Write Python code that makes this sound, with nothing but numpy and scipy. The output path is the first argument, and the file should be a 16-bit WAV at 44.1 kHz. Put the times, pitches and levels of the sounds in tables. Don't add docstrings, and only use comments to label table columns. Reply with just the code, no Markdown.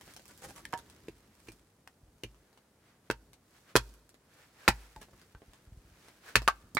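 import sys
import numpy as np
from scipy import signal
from scipy.fft import rfft, irfft, next_fast_len
from scipy.io import wavfile
from scipy.ndimage import map_coordinates

SR = 44100
rng = np.random.default_rng(int(sys.argv[2]) if len(sys.argv) > 2 else 0)


def inscribe(sig):
    pcm = np.round(np.clip(np.atleast_2d(sig).T, -1, 1) * 32767)
    wavfile.write(sys.argv[1], SR, pcm.astype(np.int16))


N = 299439

# (t/s, level/dB)
THUDS = [(1.0845, -49.5), (1.4866, -50), (2.235, -38.5), (3.1009, -38), (3.7537, -25), (4.6787, -25.5),
         (6.3553, -24.5)]
# (peak t/s, length/s, litter crunch level/dB, dull shuffle level/dB)
SHIFTS = [(0.094, 0.603, -69.5, -61.5), (0.484, .12, -72, -52.5), (.68, 0.1705, -89, -59),
          (0.863, 1, -72.5, -60), (1.472, 0.25, -69, -61.5), (2.197, 1, -81.5, -71.5),
          (3.253, 0.15, -78, -58.5), (3.896, 0.071, -73, -66.5), (5.149, .5, -73.5, -64.5),
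          (5.75, 1, -78, -67), (6.65, 0.4481, -77, -60)]
# (peak t/s, length/s, swish level/dB, cloth grain level/dB)
SWISHES = [(0.083, 0.1567, -60, -63.5), (0.458, 0.41, -64, -63.5), (0.865, 0.88, -67.5, -76),
           (1.388, .45, -71.5, -96), (2.49, 0.6, -74.5, -86.5), (2.889, 0.14, -66.5, -86),
           (3.07, .1, -71, -82), (3.568, 0.17, -67.5, -69), (3.699, 0.0888, -61, -74),
           (4.396, 0.23, -63, -71), (4.64, .12, -55.5, -70), (4.792, 0.44, -63.5, -67),
           (5.202, 0.2, -65.5, -78.5), (5.547, 0.41, -69, -78), (6.065, 0.39, -63, -70),
           (6.293, 0.093, -51.5, -62)]
# (f/Hz, level/dB)
SNAP = [(400, 0.5), (1300, 1), (4400, -3), (10000, -7)]


def amp(db):
    return 10 ** (np.asarray(db) / 20)


def unit(x):
    return x / np.sqrt(np.mean(x ** 2) + 1e-20)


def along(points, hz):
    f, v = np.transpose(points)
    return np.interp(np.log(hz + 1), np.log(f + 1), v)


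def wobble(rate):
    knots = rng.standard_normal(int(N * rate / SR) + 4)
    return map_coordinates(knots, [np.arange(N) * rate / SR])


def filtered(x, response):
    n = x.shape[-1]
    m = next_fast_len(n + SR // 8)
    return irfft(rfft(x, m) * response(np.fft.rfftfreq(m, 1 / SR)), m)[..., :n]


def coloured(x, gain_db, size=4096):
    cepstrum = irfft(np.log(amp(gain_db(np.fft.rfftfreq(size, 1 / SR)))))
    fold = np.r_[1, np.full(size // 2 - 1, 2), np.zeros(size // 2)]
    impulse = irfft(np.exp(rfft(cepstrum * fold)))
    return signal.fftconvolve(x, impulse[None], axes=1)


def paired(x):
    # (f/Hz, left-right likeness)
    likeness = [(200, 1), (500, 0.85), (1400, 0.54), (3500, 0.08), (9000, 0.32)]
    turn = lambda hz: np.arccos(np.clip(along(likeness, hz), -1, 1)) / 2
    mid, side = filtered(x, lambda hz: np.array([np.cos(turn(hz)), np.sin(turn(hz))]))
    return np.array([mid + side, mid - side])


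def panned(x, pan_db):
    return x * amp([[pan_db / 2], [-pan_db / 2]])


def to_the_right(x, share):
    # (f/Hz, left-right level/dB at share 1)
    sideways = [(300, 0), (1400, -1.5), (4000, -2), (10000, -4)]
    return filtered(x, lambda hz: amp(share * along(sideways, hz) * np.array([[.5], [-.5]])))


def rush(spectrum, spiky=0):
    grains = rng.standard_normal((2, N)) * amp(spiky * wobble(790))
    return unit(filtered(paired(grains), lambda hz: amp(along(spectrum, hz))))


def add(out, s, x):
    part = out[:, round(s * SR):][:, :x.shape[-1]]
    part += x[..., :part.shape[1]]


def ring(modes, rise):
    t = np.arange(SR // 2) / SR
    tones = 0
    for hz, db, t60 in modes:
        tones = tones + amp(db + rng.normal() - 60 * t / t60) * np.sin(2 * np.pi * hz * t)
    return tones * (1 - np.exp(-t / rise))


def stick_modes(pitch_hz, hold):
    # (multiple of the pitch, level/dB, t60/s at hold 1)
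    modes = [(0.372, -27.5, 0.042), (0.689, -6.5, 0.077), (.8, -5.5, 0.069), (1, 1.5, .11),
             (1.35, -29.5, .07), (1.779, -14.5, 0.075)]
    return [(pitch_hz * ratio, db, t60 / hold) for ratio, db, t60 in modes]


def voiced(colour, db, tilt_db, bite_db=0):
    pivot_hz, bite_hz, bite_octaves = 2000, 1850, 1.05
    bite = lambda hz: np.exp(-(np.log2(hz / bite_hz) / bite_octaves) ** 2)
    return [(hz, db + level + tilt_db * np.log2(hz / pivot_hz) + bite_db * bite(hz)) for hz, level in colour]


def contact(colour, life, crush_hz, resonances=(), size=1024):
    t = np.arange(size) / SR
    burst = amp(-60 * t / life) * (1 - np.exp(-t / 0.00067))
    fibres = unit(paired(rng.standard_normal((2, size))) * burst) / np.sqrt(size)
    click = np.ones((2, 1)) * (t == 0)
    push = coloured(click, lambda hz: -10 * np.log10(1 + (hz / crush_hz) ** 4))
    crack = coloured(fibres, lambda hz: -10 * np.log10(1 + (crush_hz / (hz + 1)) ** 2))
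    shape = [(30, colour[0][1] - 22), (130, colour[0][1] - 2), *colour, (16000, colour[-1][1] - 8)]

    def body(hz):
        humps = sum(db / (1 + (2 * (hz - centre) / width) ** 2) for centre, width, db in resonances)
        return along(shape, hz) + humps

    return coloured(crack - push, body)


def scatter(decay, seconds):
    noise = paired(rng.standard_normal((2, int(seconds * SR))))
    hz, t, z = signal.stft(noise, SR, nperseg=128)
    fade = amp(-60 * t / along(decay, hz)[:, None])
    tail = signal.istft(z * fade, SR, nperseg=128)[1]
    return unit(tail) / np.sqrt(tail.shape[1])


def outdoors(x, near_db, far_db):
    # (f/Hz, t60/s)
    near_decay = [(150, 0.023), (500, 0.079), (1500, 0.095), (5000, 0.091), (14000, 0.059)]
    # (f/Hz, t60/s)
    far_decay = [(150, 1.1), (1500, 0.87), (6000, .9), (14000, .55)]
    paths = np.zeros((2, SR))
    paths[:, 0] = 1
    add(paths, .004, amp(near_db) * scatter(near_decay, seconds=1 / 4))
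    add(paths, .025, amp(far_db) * scatter(far_decay, seconds=0.9195))
    return signal.fftconvolve(x, paths, axes=1)


def swells(rows):
    rise_share = .52
    shape = 1.3
    t, power = np.arange(N) / SR, np.zeros(N)
    for s, length, db in rows:
        away = np.maximum((s - t) / rise_share, (t - s) / (1 - rise_share)) / length
        power += amp(db) ** 2 * np.exp(-2 * away ** shape)
    return np.sqrt(power + 1e-20)


def air():
    # (f/Hz, level/dB per Hz)
    spectrum = [(22, -25.5), (45, -7.5), (75, -0.5), (300, -4), (800, -12.5), (1700, -18), (2700, -23),
                (9700, -24.5), (16000, -31.5)]
    return amp(-68.0) * rush(spectrum)


def ticks():
    # (t/s, strength/dB, tilt/dB per octave)
    snaps = [(.011, -23.5, 1), (.078, -28, -5), (0.1371, -28.5, 3.5), (.164, -18.5, 1), (0.172, -37, -4),
             (0.195, -25.5, -1.5), (0.255, -26.5, 1.5), (.28, -36, 7), (0.376, -37.5, 7), (.561, -24, 0.5),
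             (0.7257, -22, 2), (.776, -21.5, 1.5), (0.789, -20.5, -0.5), (0.899, -26, 0.5),
             (1.519, -28.5, 2.5), (2.345, -36, -2), (2.529, -35.5, -1), (2.575, -29.5, -1.5),
             (3.332, -27.5, 1.5), (3.939, -35.5, 4), (4.092, -33.5, 3.5), (4.143, -28.5, -2.5),
             (5.017, -23.5, -0.5), (5.029, -24.5, 0), (5.085, -36, -7), (5.133, -35, -6), (5.215, -30.5, 1),
             (5.419, -30.5, -7), (5.534, -27.5, -0.5), (6.084, -25, -1), (6.419, -14.5, -3.5)]
    out = np.zeros((2, N))
    for s, db, tilt_db in snaps:
        snap = contact(voiced(SNAP, db, tilt_db), life=.009, crush_hz=1200)
        add(out, s, outdoors(snap, near_db=-2.0, far_db=-27))
    return out


def jacket():
    # (f/Hz, level/dB per Hz)
    cloth = [(200, -14.5), (450, -5.5), (900, -6), (1650, -2.5), (2500, -7), (5000, -13.5), (15000, -25)]
    # (f/Hz, level/dB per Hz)
    hollow = [(900, -35.5), (1400, -8), (1700, 0), (1900, -16), (3200, -41.5)]
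    whoosh_db, whoosh_grows = -53.5, 2.4
    arms = swells([(s, length, db) for s, length, db, _ in SWISHES])
    swish = arms * amp(1.3 * wobble(40)) * rush(cloth, spiky=0.94)
    whoosh = amp(whoosh_db) * (arms / arms.max()) ** whoosh_grows * rush(hollow)
    return swish + whoosh


def debris():
    start_db, fade_db_per_s = -35, 63
    t = np.arange(N) / SR
    return sum((t > s) * amp(db + start_db - fade_db_per_s * np.abs(t - s)) for s, db in THUDS)


def crackles(pressure):
    per_s, level_db, spread_db = 24, 35.5, 4
    out = np.zeros((2, N))
    for place, size, tilt in rng.random((int(per_s * N / SR), 3)):
        colour = voiced(SNAP, level_db + spread_db * (2 * size - 1), 2 * tilt)
        snap = contact(colour, life=.012, crush_hz=1200)
        add(out, place * N / SR, pressure[int(place * N)] * snap)
    return out


def litter():
    # (f/Hz, level/dB per Hz)
    spectrum = [(1200, -24.5), (2800, -5), (4500, 0), (8000, -2), (12000, -6), (16000, -9)]
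    pressure = swells([(s, length, db) for s, length, db, _ in SHIFTS])
    weave = swells([(s, length, db) for s, length, _, db in SWISHES])
    grain = np.sqrt(pressure ** 2 + debris() ** 2 + weave ** 2)
    crunch = grain * amp(1.0 + 1.1 * wobble(52)) * rush(spectrum, spiky=3.1)
    return crunch + crackles(pressure)


def shuffle():
    # (f/Hz, level/dB per Hz)
    spectrum = [(22, -27), (45, -5), (70, -1.5), (140, -5.5), (330, -8.5), (700, -21.5), (1500, -46)]
    weight = swells([(s, length, db) for s, length, _, db in SHIFTS])
    return weight * amp(-2.5 + 2.4 * wobble(19)) * rush(spectrum)


def scrapes():
    # (t/s, length/s, level/dB, ring pitch f/Hz)
    drags = [(0.288, 0.035, -60.5, 1475), (0.415, 0.038, -50.5, 810), (0.444, .02, -54, 520),
             (0.48, 0.03, -54, 800), (0.55, 0.057, -55.5, 1142), (1.46, 0.047, -63, 2300),
             (5.009, 0.016, -56, 1680)]
    # (f/Hz, level/dB per Hz)
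    grit_spectrum = [(150, -1), (500, -0.5), (1600, -1.5), (4000, -9.5), (10000, -7), (16000, -21)]
    slip_s, grit_db, ring_db = 0.01, -2.5, -8
    out = np.zeros((2, N))
    fade = amp(-60 * np.arange(SR // 50) / SR / slip_s)
    for s, length, db, pitch_hz in drags:
        n = int(length * SR)
        when = (np.cumsum(rng.uniform(.0002, .003, size=80)) * SR).astype(int)
        slips = np.bincount(when, rng.standard_normal(80), minlength=n)[:n]
        slips = slips * signal.windows.tukey(n, .3)
        bursts = signal.fftconvolve(np.abs(slips), fade)
        noise = paired(rng.standard_normal((2, SR // 4)))[:, :len(bursts)]
        grit = filtered(noise * bursts, lambda hz: amp(along(grit_spectrum, hz)))
        modes = stick_modes(pitch_hz, hold=1.5)
        tone = signal.fftconvolve(slips, ring(modes, rise=0.0007))[:n + SR // 20]
        add(out, s, outdoors(amp(db + grit_db) * unit(grit), near_db=-4.5, far_db=-23))
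        add(out, s, amp(db + ring_db) * unit(tone))
    return out


def bumps():
    # (t/s, relative level/dB)
    presses = [(0.454, -50), (2.031, -50), (2.079, -53.5), (2.14, -60), (4.967, -42.5), (5.13, -51),
               (5.347, -42.5), (5.48, -48), (5.619, -63.5), (5.673, -46.5), (5.721, -41), (5.771, -43),
               (5.848, -49.5), (5.917, -51.5), (6.639, -50)]
    # (f/Hz before retuning, level/dB, t60/s)
    ground = [(54.7, 1, 0.077), (84.6, 3, 0.05735), (125, -3, 0.042), (200.06, -36, 0.0092)]
    out = np.zeros((2, N))
    for s, db in presses:
        size = np.exp(.15 * rng.normal())
        modes = [(hz / size, level, t60) for hz, level, t60 in ground]
        add(out, s, amp(db + 5.5) * ring(modes, rise=0.0095))
    return out


def sticks():
    # (t/s, strength/dB, tilt/dB per octave, bite/dB, ring pitch f/Hz, ring level/dB,
    # damping [1 = free], left-right level/dB)
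    knocks = [(.6527, -6, 4.5, 2.5, 1700, -29.5, 8.6, 2), (0.7311, -5.5, -1.5, 7, 936, -29.5, 0.83, -6),
              (0.7375, 4.5, -1, -1, 1750, -32.5, 2.5, 0), (1.875, -16.5, 5.6, 6, 747.8, -50.5, 4.753, 1.5),
              (4.962, -7.5, 0.2957, -9.5, 860, -47.5, 0.89, -0.5),
              (5.349, -19.5, -2.5, 3, 1547, -50, 2.3, 0), (6.4775, 15, 1, 5.5, 1310, -15.5, 3.7, -1.5),
              (6.4828, 6, 5, 0, 1562, -26.5, 1.14, 0), (6.4844, 10, 2.5, -6, 1167, -8.5, 4.9, 1),
              (6.7487, 3, 5.5, -33.5, 4530, -52.5, 1.3, -8.5), (6.751, -24.5, 1, 0, 249, -37, 3.2, 1.5),
              (6.7696, 5.5, -1, 1.5, 2258, -26.5, 1.44, -12.5), (6.778, -3, 0.5, 6, 2035, -29, 2, 10.5)]
    # (f/Hz, level/dB)
    knock_colour = [(400, 1.5), (1300, 1.5), (2500, -4.5), (4400, -10), (10000, -22)]
    # (f/Hz, width/Hz, level/dB)
    peaks = [(699.2, 230, -4.5), (923, 93, 6.5), (1200, 114, 3.5)]
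    out = np.zeros((2, N))
    for s, db, tilt_db, bite_db, pitch_hz, ring_db, hold, pan_db in knocks:
        knock = np.zeros((2, SR // 4))
        colour = voiced(knock_colour, db, tilt_db, bite_db)
        add(knock, 0, amp(-4.5) * contact(colour, life=0.01, crush_hz=2300, resonances=peaks))
        add(knock, 0, amp(ring_db) * ring(stick_modes(pitch_hz, hold), rise=0.00056))
        add(out, s, panned(outdoors(knock, near_db=-9.5, far_db=-36.0), pan_db))
    return out


def chop(colour, ring_db, pitch_hz, billet_db):
    # (f/Hz, width/Hz, level/dB)
    peaks = [(343, 58, 6), (452.74, 250, 8), (725, 54, -14), (810, 70, 1), (926, 9.1, 4.5), (1320, 190, 4),
             (1550, 130, 5), (1750, 63, 6), (2643.5, 440, 5), (3380, 980, -3), (4300, 460, 3)]
    # (f/Hz, level/dB, t60/s)
    hatchet = [(312.53, -8.5, 0.18), (2370, -3, 0.1), (2912, -8.5, 0.037), (4500, -14.5, .07),
               (5681, -8.5, .035), (6100, -14.5, .07)]
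    blow = np.zeros((2, SR // 4))
    add(blow, 0, amp(-1.0) * contact(colour, life=.017, crush_hz=2030, resonances=peaks))
    add(blow, 0, amp(ring_db - 2.0) * ring(hatchet, rise=0.00036))
    add(blow, 0, amp(billet_db) * ring(stick_modes(pitch_hz, hold=5.7), rise=0.00066))
    return outdoors(blow, near_db=-9.0, far_db=-35.5)


def chops():
    # (t/s, strength/dB, tilt/dB per
    # octave, hatchet ring level/dB, billet pitch f/Hz, billet ring level/dB)
    taps = [(1.0837, -1.5, -0.5, -56.5, 377.6, -46), (1.4857, -4.5, -0.4278, -47, 414, -38),
            (2.235, 3, 3, -45.5, 2890, -32.5), (2.2419, -4, 0, -66, 450, -33)]
    # (t/s, strength/dB, tilt/dB per octave, bite/dB,
    # billet pitch f/Hz, billet ring level/dB, left-right level/dB)
    blows = [(3.1007, 2.5, -4, -2, 1510, -19, -0.5), (3.1104, 0.5, -0.8, -1.5, 1510, -28.5, 0),
             (3.7547, 13.5, -3, -4.5, 1530, -12.5, 0), (3.762, 13.5, 1.8, -2, 948, -14.5, -1),
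             (3.7685, 10.5, 1.2, -7.5, 3296, -21, 0.5), (4.6788, 8.5, 0, 12, 1950, -10.5, -1),
             (4.6824, 10.5, 2, -0.5, 2300, -16.5, -1), (4.685, -6.5, 0.5, 0.5, 215, -15, 0),
             (4.6872, 10, 1.5, -2.5, 810, -12, 2), (6.3555, 10, 2.4, 11, 2073, -14.5, 0),
             (6.3624, 8, 1, 1, 2580, -21.5, 2.5)]
    # (f/Hz, level/dB)
    tap_colour = [(400, 0.5), (1300, -26.5), (2500, -9.5), (4400, -19), (10000, -29)]
    # (f/Hz, level/dB)
    blow_colour = [(400, -1.5), (1300, -0.5), (2500, -2), (4400, -4), (10000, -13.5)]
    buried_db = -62
    wood = np.zeros((2, N))
    for s, db, tilt_db, ring_db, pitch_hz, billet_db in taps:
        add(wood, s, chop(voiced(tap_colour, db, tilt_db), ring_db, pitch_hz, billet_db))
    for s, db, tilt_db, bite_db, pitch_hz, billet_db, pan_db in blows:
        colour = voiced(blow_colour, db, tilt_db, bite_db)
        add(wood, s, panned(chop(colour, db + buried_db, pitch_hz, billet_db), pan_db))
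    return to_the_right(wood, share=0.87)


def stump():
    # (f/Hz, level/dB, t60/s)
    modes = [(48.5, -10, 0.094), (51.464, -8.5, 0.52), (68, -12.5, 0.19), (116, -1, .16),
             (162, -10.5, 0.059), (224, -5, 0.1)]
    out = np.zeros((2, N))
    for s, db in THUDS:
        add(out, s, amp(db) * ring(modes, rise=0.0075))
    return out


def scene():
    handling = ticks() + jacket() + litter() + shuffle() + scrapes()
    return air() + to_the_right(handling, share=0.33) + bumps() + sticks() + chops() + stump()


def record(dry):
    top_hz = 16000
    lean = signal.sosfilt(signal.butter(3, 34, "highpass", fs=SR, output="sos"), dry)
    return filtered(lean, lambda hz: 1 / np.sqrt(1 + (hz / top_hz) ** 200))


dry = scene()
out = record(dry)
inscribe(out)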